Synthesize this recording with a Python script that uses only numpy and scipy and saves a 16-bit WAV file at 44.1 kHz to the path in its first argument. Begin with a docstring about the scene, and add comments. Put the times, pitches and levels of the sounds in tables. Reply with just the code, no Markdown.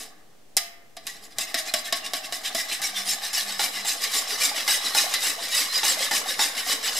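"""Wires scrape and sing on a plastic bowl, knocks crack and ring, batter sloshes and gulps, close by.
A wire whisk beats thin batter: a sharp first knock, then strokes settling at about seven a second.
Scrape is filtered clicks and short chirps; knocks are noise bursts and decaying modes; batter is clicks
through filters and resonators. A faint hum passes once; a small kitchen rings behind, over quiet room noise."""
import sys
import numpy as np
from scipy import signal
from scipy.fft import rfft, irfft
from scipy.io import wavfile
from scipy.ndimage import uniform_filter1d, map_coordinates

SR = 44100
rng = np.random.default_rng(int(sys.argv[2]) if len(sys.argv) > 2 else 0)


def dump_mix(stems):
    """Bounce the given channels to the path in sys.argv[1] as a 16-bit WAV at rate SR."""
    frames = np.atleast_2d(stems).T  # one column per channel
    limited = np.clip(frames, -1, 1)  # hard clip at full scale
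    pcm = np.round(limited * 32767).astype(np.int16)
    wavfile.write(sys.argv[1], SR, pcm)


N = 308259
TIME_S = np.arange(N) / SR

# Event levels below are before each layer's trim in scene(); spectra are relative.
# Turns of the whisk, a forward stroke and a shorter, duller return. Each row: forward peak in seconds,
# its level in dB, its length in seconds, return level in dB.
TURNS = [(0.008, -39, 0.076, -79), (0.995, -61, 0.028, -56), (1.086, -39.5, 0.056, -47),
         (1.242, -48, 0.044, -50.5), (1.406, -30, 0.047, -39.5), (1.589, -29.5, 0.038, -30),
         (1.776, -33, 0.044, -32.5), (1.969, -33.5, 0.033, -31), (2.161, -32.5, 0.037, -32.5),
         (2.348, -33.5, 0.047, -28), (2.583, -29.5, 0.069, -27), (2.847, -28.5, 0.064, -28),
         (3.101, -26.5, 0.064, -29), (3.376, -26, 0.075, -30), (3.624, -24.5, 0.07, -30),
         (3.895, -25, 0.065, -27), (4.16, -24, 0.072, -26), (4.437, -23, .072, -26),
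         (4.705, -22.5, 0.084, -27), (4.985, -23, 0.096, -29), (5.263, -24, 0.077, -30),
         (5.579, -23, 0.1, -26.5), (5.88, -22, 0.084, -24.5), (6.149, -24, 0.071, -26),
         (6.424, -25, 0.075, -28), (6.703, -25, 0.069, -24.5), (6.985, -28, 0.098, -28)]
# Clearest squeaks of a wire catching on the wet wall. Each row: time in seconds, level in dB,
# pitch in Hz, length in seconds.
SQUEAKS = [(1.1, -47, 1940, 0.013), (1.89, -43, 1790, .013), (2.05, -46, 2800, .02),
           (2.853, -34, 5590, .012), (3.349, -35, 5380, 0.012), (3.884, -38, 7530, 0.014),
           (4.04, -33, 4910, 0.0097), (4.185, -32.5, 7300, .013), (4.45, -34, 7430, .013),
           (4.705, -34, 3880, .013), (4.862, -35.5, 3965, 0.0097), (5.545, -41, 2940, 0.027),
           (5.765, -30, 4924, 0.023)]
# Whisk striking the bowl. Each row: time in seconds, clack in dB, wire tick in dB, bowl thud in dB.
KNOCKS = [(0.5677, -23, -12, -23), (0.5718, -19, -17, -48), (0.9677, -34.2, -39.5, -36),
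          (1.0684, -27.5, -26, -53), (1.3845, -25.5, -21.5, -32.5), (1.5432, -19, -22, -21.5),
          (1.7385, -16.5, -17, -23), (1.925, -16, -20.5, -21.5), (2.1348, -23, -24, -23.5),
          (2.324, -25.5, -30, -30), (2.548, -22.5, -23.5, -22), (2.817, -42, -28.5, -38),
          (3.331, -30, -29, -34.5), (3.348, -31, -28, -53), (3.594, -21, -40, -23),
          (3.848, -29, -36, -30.5), (4.039, -23.5, -22, -49), (4.678, -18, -24, -27.5),
          (4.948, -21.9, -22.5, -18), (5.139, -15.5, -19.5, -42), (5.777, -30, -23, -44),
          (5.832, -18, -38, -24.5), (6.111, -24, -31, -23.5), (6.392, -21.5, -32, -19.5),
          (6.718, -19, -48, -35)]
# Largest air pockets closing behind the whisk. Each row: time in seconds, level in dB, pitch in Hz.
GULPS = [(2.730, -38, 722), (2.932, -36.5, 713), (3.062, -37.5, 750), (3.493, -34.5, 832),
         (4.159, -39, 429), (4.323, -38, 417), (4.514, -29, 833), (4.545, -33.5, 640), (5.039, -30, 637),
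         (5.063, -27, 736), (5.379, -31, 680), (5.912, -35, 538), (5.971, -29.5, 630), (6.005, -33, 533.5),
         (6.258, -28, 762), (6.665, -31, 732)]
# Share of splashing from the open whirl, not through the wall. Each row: time in seconds, share 0-1.
WHIRL = [(1.4, 0), (3.3, 0.1), (4.4, 0.71), (6.9, 0.97)]
# Bowl wall ringing after a blow. Each row: frequency in Hz, level in dB, T60 in seconds.
BOWL_MODES = [(261.4, -19.5, 0.12), (287, -26, 0.11), (388, -15.5, .04), (638, -17.5, 0.63),
              (642.2, -3.5, 0.099), (713, -5, 0.084), (1122, -23, 0.37), (1130, -10, 0.11),
              (1224, -32, 0.05)]
# Factor on the bowl's mode pitches. Each row: time in seconds, ratio.
BOWL_PITCH = [(.6, 1.08), (1.1, 1.04), (1.7, 0.97), (2.55, 1.01), (3.5, 1.27)]
# Wire loops ringing after a blow, some in beating pairs. Each row: frequency in Hz, level in dB, T60 in seconds.
WIRE_MODES = [(1810, -23, .16), (1850, -23, .16), (2020, -21, .18), (2050, -21, .18), (2310, -26, .45),
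              (2980, -25, .25), (3250, -23, .3), (4040, -22, .25), (4075, -22, .3), (4818, -24, .3)]
# Bowl and whisk resonances added to the force spectra. Each row: centre in Hz, width in Hz, boost in dB.
RESONANCES = [(294, 78, 8), (760, 220, 6.5), (1120, 197, 11), (1837, 240, 5), (2063, 286, 6),
              (2890, 190, 5), (3925, 670, 11.5), (4975, 670, 10), (5374, 117, 7.5), (7716, 350, 5),
              (9620, 200, 4)]
# Force spectrum, wire slipping on plastic. Each row: frequency in Hz, density in dB per Hz.
SCRAPE = [(200, -35.5), (600, -18.5), (1300, -6.5), (1650, 1.5), (3300, 3), (4400, -3), (5800, 0.5),
          (7200, -11), (10000, -25), (16000, -43)]
# Force spectrum, treble of wire and spray. Each row: frequency in Hz, density in dB per Hz.
SIZZLE = [(2000, -45), (5000, -4), (6400, 1.5), (8500, -0.5), (11000, -1), (13300, -5), (15000, -7),
          (16000, -38)]
# Force spectrum, bubbling in the open. 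Each row: frequency in Hz, density in dB per Hz.
SPLASH = [(250, -28), (450, 4.5), (600, 5.5), (740, -1.5), (950, -0.5), (1300, 2.5), (1600, 1.5),
          (3000, -37)]
# Force spectrum, low churning. Each row: frequency in Hz, density in dB per Hz.
CHURN = [(50, -44), (130, -19), (190, 3), (270, 0.5), (360, -3), (450, 5.5), (600, -22.5), (1200, -22.5)]
# Force spectrum, batter drumming on the wall. Each row: frequency in Hz, density in dB per Hz.
WALL = [(300, -28), (530, -16.5), (620, 2.5), (740, 4.5), (830, 2), (920, -15.5), (1130, -5.5), (1270, -2),
        (1380, -12), (1650, 1), (3000, -27)]
# Force spectrum, dull body of a blow. Each row: frequency in Hz, density in dB per Hz.
THUMP = [(50, -28), (110, -17), (200, -6.5), (300, -4), (450, -14), (700, 3), (1000, -22), (1300, -6),
         (1700, 0), (3000, -38)]
# Quiet room noise. Each row: frequency in Hz, density in dB per Hz.
AIR = [(20, 0), (60, -22), (130, -10), (250, -8.5), (650, -9.5), (1150, -21), (1800, -20.5), (3000, -21),
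       (8000, -24), (15000, -30)]
# Kitchen reverberation. Each row: frequency in Hz, T60 in seconds.
KITCHEN_T60 = [(200, 0.55), (700, 0.54), (1400, 0.94), (3700, 0.43), (9700, 0.29), (15000, 0.46)]

LONGEST_TURN_S = 0.3
# the return comes this long before the next stroke, at most this share of a turn
RETURN_LEAD_S, RETURN_LEAD_SHARE = 0.12, 0.52
RETURN_LENGTH_SHARE = 0.81  # of the forward length
FORWARD_TREBLE_DB, RETURN_TREBLE_DB = -1.3, -5  # relative to the stroke
RISE_SHARE = 0.44  # of the stroke length
FIRM_STROKE_DB = -24  # reference for the follow shares
SPLASH_FOLLOWS, CHURN_FOLLOWS = 0.92, 0.17  # dB per dB of stroke
CAVITY_HZ, CAVITY_DELAY_S, CAVITY_DB = 280.6, 0.02917, -42.5  # level at full whirl, before trim
HUM_HZ, HUM_DB = 199.5, -55.5  # centres; both waver
HUM_START_S, HUM_END_S, HUM_FADE_S = 2.87, 3.95, 0.05
AIR_DB = -62  # part shared by both ears
CUTOFF_HZ, DC_OFFSET = 15600, -0.003


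def from_db(db):
    """Decibels to gain."""
    return 10 ** (np.asarray(db) / 20)


def rms_one(x):
    """Scale to unit power."""
    return x / np.sqrt(np.mean(x ** 2) + 1e-20)


def at_hz(points, hz):
    """Read a table on a log-frequency axis."""
    known_hz, values = np.transpose(points)
    return np.interp(np.log(hz + 1), np.log(known_hz), values)


def drift(rate_hz):
    """Random values of spread one, joined by straight lines."""
    values = rng.standard_normal(4000)
    return np.interp(TIME_S * rate_hz, np.arange(len(values)), values)


def ring(clicks, hz, t60_s):
    """Two-pole resonator: a unit click starts a decaying sine of height about one."""
    radius = from_db(-60 / (t60_s * SR))
    angle = 2 * np.pi * hz / SR
    return signal.lfilter([0, np.sin(angle)], [1, -2 * radius * np.cos(angle), radius * radius], clicks + 1e-18)


def colour(x, spectrum, resonances=RESONANCES, size=4096):
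    """Minimum-phase filter of unit power gain: broad spectrum plus resonant peaks."""
    hz = np.arange(size // 2 + 1) * SR / size
    db = at_hz(spectrum, hz)
    for centre_hz, width_hz, boost_db in resonances:
        db = db + boost_db / (1 + (2 * (hz - centre_hz) / width_hz) ** 2)
    cepstrum = irfft(np.log(from_db(db)))
    # keeping only the causal half of the cepstrum makes the filter causal
    response = irfft(np.exp(rfft(2 * cepstrum[:size // 2], size)))
    return signal.oaconvolve(x, response / np.linalg.norm(response))[:N]


def grains(per_s, spread_db):
    """Random clicks of uneven size and either sign, unit power."""
    sizes = from_db(spread_db * np.minimum(rng.exponential(1, N), 4)) * rng.choice([-1, 1], N)
    return rms_one(sizes * (rng.random(N) < per_s / SR))


def chirps(rows, glide, wobble):
    """Short unsteady tones from rows of (s, dB, Hz, length s), each sliding its own way."""
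    out = np.zeros(N)
    slides = rng.standard_normal(len(rows))
    jitter = rng.standard_normal(N)
    for k, ((s, db, hz, length_s), slide) in enumerate(zip(rows, slides)):
        first, last = np.clip([(s - 2 * length_s) * SR, (s + 2 * length_s) * SR], 0, N).astype(int)
        place = (TIME_S[first:last] - s) / length_s
        own_jitter = jitter.take(np.arange(first, last) + k * SR, mode="wrap")
        pitch_hz = hz * (1 + glide * slide * place + wobble * own_jitter)
        tone = np.sin(2 * np.pi * np.cumsum(pitch_hz) / SR)
        out[first:last] += from_db(db) * np.exp(-place ** 2) * tone
    return out


def room_air():
    """Quiet room: shaped noise, part shared by both ears and part separate in each."""
    shared, left, right = (colour(rng.standard_normal(N), AIR, []) for _ in range(3))
    return from_db(AIR_DB) * (shared + from_db(3.5) * np.array([left, right]))


def strokes():
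    """Forward strokes, then returns, as rows of (s, dB, length s, treble dB)."""
    s, db, length_s, return_db = np.transpose(TURNS)
    turn_s = np.minimum(np.diff(s, append=np.inf), LONGEST_TURN_S)
    return_s = s + turn_s - np.minimum(RETURN_LEAD_S, RETURN_LEAD_SHARE * turn_s)
    return_length_s = RETURN_LENGTH_SHARE * length_s
    forward = np.column_stack([s, db, length_s, np.full(len(s), FORWARD_TREBLE_DB)])
    back = np.column_stack([return_s, return_db, return_length_s, np.full(len(s), RETURN_TREBLE_DB)])
    return np.vstack([forward, back])


def swell(s, rise_s, fall_s, approach_db=-9):
    """Power of one stroke; before a stroke's opening knock the wires only graze the batter."""
    span_s = np.where(TIME_S < s, rise_s, fall_s)
    shape = np.exp(-np.minimum(((TIME_S - s) / span_s) ** 2, 60))
    # an opening knock lands 8-55 ms before the peak
    landings_s = [row[0] for row in KNOCKS if 0.008 < s - row[0] < 0.055]
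    return shape * np.where(TIME_S >= min(landings_s, default=0), 1, from_db(approach_db) ** 2)


def singing_wires(low_hz, high_hz, length_s, spread_db, count):
    """Rubbed wires sing for moments, at ever new pitches and lengths."""
    when, pitch = rng.random((2, count))
    size, stretch = rng.standard_normal((2, count))
    pitch_hz = low_hz + (high_hz - low_hz) * pitch
    rows = np.column_stack([when * N / SR, spread_db * size, pitch_hz, length_s * from_db(3 * stretch)])
    return chirps(rows, glide=0.01476, wobble=0.063)


def bending(x, depth, rate_hz):
    """Loops flex as they press on the wall: uneven resampling shifts their resonances."""
    return map_coordinates(x, [np.cumsum(1 + depth * drift(rate_hz))], order=3, mode="mirror")


def scraping(body_db, treble_db, sing_db, whine_db, drag_db):
    """Each stroke is a swell of tiny slips of wire on wet plastic; between strokes the whisk drags lightly."""
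    body_power, treble_power = np.zeros(N), np.zeros(N)
    for s, db, length_s, bright_db in strokes():
        contact = swell(s, RISE_SHARE * length_s, (1 - RISE_SHARE) * length_s)
        body_power += contact * from_db(db) ** 2
        treble_power += contact * from_db(db + bright_db) ** 2
    # drag follows the running mean of stroke power, from 1.4 s on
    drag_power = uniform_filter1d(body_power, size=16000).clip(0) * from_db(drag_db) ** 2 * (TIME_S > 1.4)
    chatter = rms_one(from_db(1.32 * drift(rate_hz=170)))  # the loops touch one after another
    slips = bending(colour(grains(per_s=4500, spread_db=3.5), SCRAPE), depth=0.013, rate_hz=12)
    low_wires = singing_wires(1400, 6400, length_s=0.009, spread_db=4.5, count=3000)
    song = rms_one(colour(low_wires, SCRAPE))
    spray = colour(grains(per_s=5000, spread_db=2.5), SIZZLE)
    high_wires = singing_wires(6000, 14000, length_s=0.009, spread_db=3.5, count=2600)
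    whine = rms_one(colour(high_wires, SIZZLE))
    low_gain = from_db(body_db) * np.sqrt(body_power + drag_power)
    high_gain = from_db(treble_db) * np.sqrt(treble_power + drag_power * from_db(-5.5) ** 2)
    low = low_gain * (slips + from_db(sing_db) * song)
    high = high_gain * (spray + from_db(whine_db) * whine)
    return chatter * (low + high)


def squeaking(level_db, below_stroke_db, low_hz, high_hz, faint_s):
    """Besides the loud squeaks, a wire catches faintly somewhere in every stroke."""
    s, db, length_s, _ = strokes().T
    when, pitch = rng.random((len(s), 2)).T
    faint = np.column_stack([s + length_s * (when - 0.5), db + below_stroke_db,
                             low_hz + (high_hz - low_hz) * pitch, np.full(len(s), faint_s)])
    return from_db(level_db) * chirps(np.vstack([SQUEAKS, faint]), glide=0.0071, wobble=0.098)


def surge(follows, lead_s, rise_s, settle_s):
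    """Motion of the batter as a gain: a quick rise at every stroke, then a slower settling."""
    power = np.zeros(N)
    for s, db, _, _ in strokes():
        age_s = TIME_S - s + lead_s
        fading = np.where(age_s < 0, (age_s / rise_s) ** 2, age_s / settle_s)
        power += from_db(follows * (db - FIRM_STROKE_DB)) ** 2 * np.exp(-np.minimum(fading, 60))
    return np.sqrt(power)


def bubbles(low_hz, high_hz, per_s, cycles, count):
    """Small air pockets ring for a number of cycles (as T60), at pitches spread over a range."""
    total = np.zeros(N)
    for hz in np.geomspace(low_hz, high_hz, count):
        pocket = ring(grains(per_s / count, spread_db=2.0), hz, cycles / hz)
        total += rms_one(pocket) * np.sqrt(hz)
    return rms_one(total)


def sloshing(wall_db, splash_db, churn_db, whirl_churn_db):
    """Batter slaps the wall in lumps and, once a whirl opens, bubbles in the open, over a soft low churning."""
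    whirl = np.interp(TIME_S, *np.transpose(WHIRL)).clip(0, 1)
    lumps = rms_one(from_db(3 * drift(rate_hz=45)))
    drumming = from_db(wall_db) * colour(lumps * grains(per_s=440, spread_db=0), WALL)
    pockets = bubbles(420, 1550, per_s=260, cycles=22, count=32)
    bubbling = from_db(splash_db) * rms_one(colour(pockets, SPLASH))
    churn = from_db(churn_db + whirl_churn_db * whirl) * colour(lumps * grains(per_s=600, spread_db=2.5), CHURN)
    surface = surge(SPLASH_FOLLOWS, lead_s=0.011, rise_s=0.024, settle_s=0.1)
    depths = surge(CHURN_FOLLOWS, lead_s=0.0027, rise_s=0.025, settle_s=0.051)
    splashing = np.sqrt(1 - whirl) * drumming + np.sqrt(whirl) * bubbling
    return surface * splashing + depths * churn


def rocking(level_db, follows, lead_s, length_s, low_hz, high_hz):
    """The push that opens each forward stroke bumps the bowl softly on the table."""
    pushes = np.zeros(N)
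    for s, db, _, _ in TURNS:
        shape = np.exp(-np.minimum(((TIME_S - s + lead_s) / length_s) ** 2, 60))
        pushes += from_db(follows * (db - FIRM_STROKE_DB)) * shape
    band = signal.butter(2, [low_hz, high_hz], "band", fs=SR, output="sos")
    rumble = signal.sosfilt(band, rng.standard_normal(N))
    return from_db(level_db) * pushes * rms_one(rumble)


def clatter(levels_db, decay_s, crack):
    """At every knock one sharp contact, then a dying rattle of wires."""
    out = np.zeros(N)
    age_s = np.arange(SR // 10) / SR
    for row, db in zip(KNOCKS, levels_db):
        at = int(row[0] * SR)
        force = rng.standard_normal(len(age_s)) * np.exp(-age_s / decay_s)
        force[0] = crack
        out[at:at + len(age_s)] += (from_db(db) * force)[:N - at]
    return out


def struck(modes, levels_db, ratios):
    """Every knock rings the modes as decaying sines, each with a random strength and sign."""
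    out = np.zeros(N)
    age_s = np.arange(SR // 2) / SR
    hz, mode_db, t60_s = np.transpose(modes)[:, :, None]
    for row, db, ratio in zip(KNOCKS, levels_db, ratios):
        at = int(row[0] * SR)
        heights = from_db(db + mode_db + rng.normal(0, 2, hz.shape) - 60 * age_s / t60_s)
        tones = rng.choice([-1, 1], hz.shape) * heights * np.sin(2 * np.pi * hz * ratio * age_s)
        out[at:at + len(age_s)] += tones.sum(0)[:N - at]
    return out


def knocking(clack_db, tick_db, thud_db, thump_db, radiates_above_hz):
    """A blow is a crack and a dull thump; bowl and wire loops ring on. The small bowl radiates little bass."""
    s, clack, tick, thud = np.transpose(KNOCKS)
    blows = colour(clatter(clack + clack_db, decay_s=0.015, crack=3.9), SCRAPE)
    blows += colour(clatter(tick + tick_db, decay_s=0.0078, crack=5.2), SIZZLE)
    blows += colour(clatter(thud + thump_db, decay_s=0.016, crack=2.5), THUMP)
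    blows += struck(BOWL_MODES, thud + thud_db, np.interp(s, *np.transpose(BOWL_PITCH)))
    blows += struck(WIRE_MODES, clack, np.ones(len(s)))
    return signal.sosfilt(signal.butter(2, radiates_above_hz, "high", fs=SR, output="sos"), blows)


def cavities():
    """A deep cavity closes after each forward stroke, louder as the whirl opens: rows of (s, dB, Hz)."""
    s = np.array(TURNS)[:, 0] + CAVITY_DELAY_S
    whirl = np.interp(s, *np.transpose(WHIRL))
    size, pitch = rng.standard_normal((len(s), 2)).T
    level_db = CAVITY_DB + 10 * np.log10(np.abs(whirl) + 1e-9) + 2 * size
    rows = np.column_stack([s, level_db, CAVITY_HZ * (1 + 0.03 * pitch)])
    return rows[s < N / SR]


def gulping(level_db, cycles, glide):
    """A large air pocket rings briefly and rises in pitch as it nears the surface."""
    out = np.zeros(N)
    age_s = np.arange(SR // 8) / SR
    for s, db, hz in np.vstack([GULPS, cavities()]):
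        at = int(s * SR)
        life = age_s * hz / cycles
        tone = np.sin(2 * np.pi * hz * age_s * (1 + glide * (life - 1)))
        note = tone * np.exp(-life) * (1 - np.exp(-age_s * hz))
        out[at:at + len(age_s)] += (from_db(db + level_db) * note)[:N - at]
    return out


def humming(waver_db, waver_hz):
    """A faint low sine fades in, wavers in pitch and level for about a second, and fades out."""
    held = np.clip(np.minimum(TIME_S - HUM_START_S, HUM_END_S - TIME_S) / HUM_FADE_S, 0, 1)
    hz = HUM_HZ + waver_hz * drift(rate_hz=3.6)
    level = from_db(HUM_DB + waver_db * drift(rate_hz=17))
    return held * level * np.sin(2 * np.pi * np.cumsum(hz) / SR)


def near_walls(x, level_db, decay_s, above_hz):
    """Quick treble reflections off the bowl's sides, of opposite sign at the two ears."""
    age_s = np.arange(SR // 50) / SR
    echoes = rng.standard_normal(len(age_s)) * age_s * np.exp(-age_s / decay_s)
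    bright = signal.sosfilt(signal.butter(1, above_hz, "high", fs=SR, output="sos"), x)
    reflected = signal.oaconvolve(bright, echoes / np.linalg.norm(echoes))[:N]
    return from_db(level_db) * reflected * np.array([[1], [-1]])


def kitchen(x, first_s, size=512):
    """Diffuse reflections: noise tails, different at each ear, decaying at a rate set by frequency."""
    hz, age_s, noise = signal.stft(rng.standard_normal((2, SR * 3 // 4)), SR, nperseg=size)
    decay = from_db(-60 * age_s / at_hz(KITCHEN_T60, hz)[:, None])
    tail = signal.istft(noise * decay, SR)[1]
    tail *= np.arange(tail.shape[1]) > first_s * SR
    return np.array([signal.oaconvolve(x, side / np.linalg.norm(side))[:N] for side in tail])


def scene():
    """Whisk, bowl and batter straight ahead, in a quiet kitchen."""
    bowl = (scraping(body_db=-4.0, treble_db=-1.55, sing_db=-0.5, whine_db=-3.5, drag_db=-9.5)
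            + squeaking(level_db=10.5, below_stroke_db=-16, low_hz=1680, high_hz=6060, faint_s=0.012)
            + sloshing(wall_db=-39.5, splash_db=-40.0, churn_db=-54.0, whirl_churn_db=5.5)
            + rocking(level_db=-59.0, follows=0.29, lead_s=0.037, length_s=0.016, low_hz=52, high_hz=150)
            + knocking(clack_db=-3.0, tick_db=-0.5, thud_db=-1.0, thump_db=-11.5, radiates_above_hz=170)
            + gulping(level_db=2.5, cycles=7.6, glide=0.0064))
    hum = humming(waver_db=5, waver_hz=4.03)
    near = near_walls(bowl, level_db=-7, decay_s=0.0012, above_hz=9500)
    far = from_db(-8) * kitchen(bowl, first_s=0.0027)
    return bowl + near + far + hum + room_air()


def record(dry):
    """The top of the treble is cut steeply; the converter sits slightly off zero."""
    steep = signal.ellip(10, 0.2, 80, CUTOFF_HZ, fs=SR, output="sos")
    return signal.sosfilt(steep, dry) + DC_OFFSET


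dry = scene()
out = record(dry)
dump_mix(out)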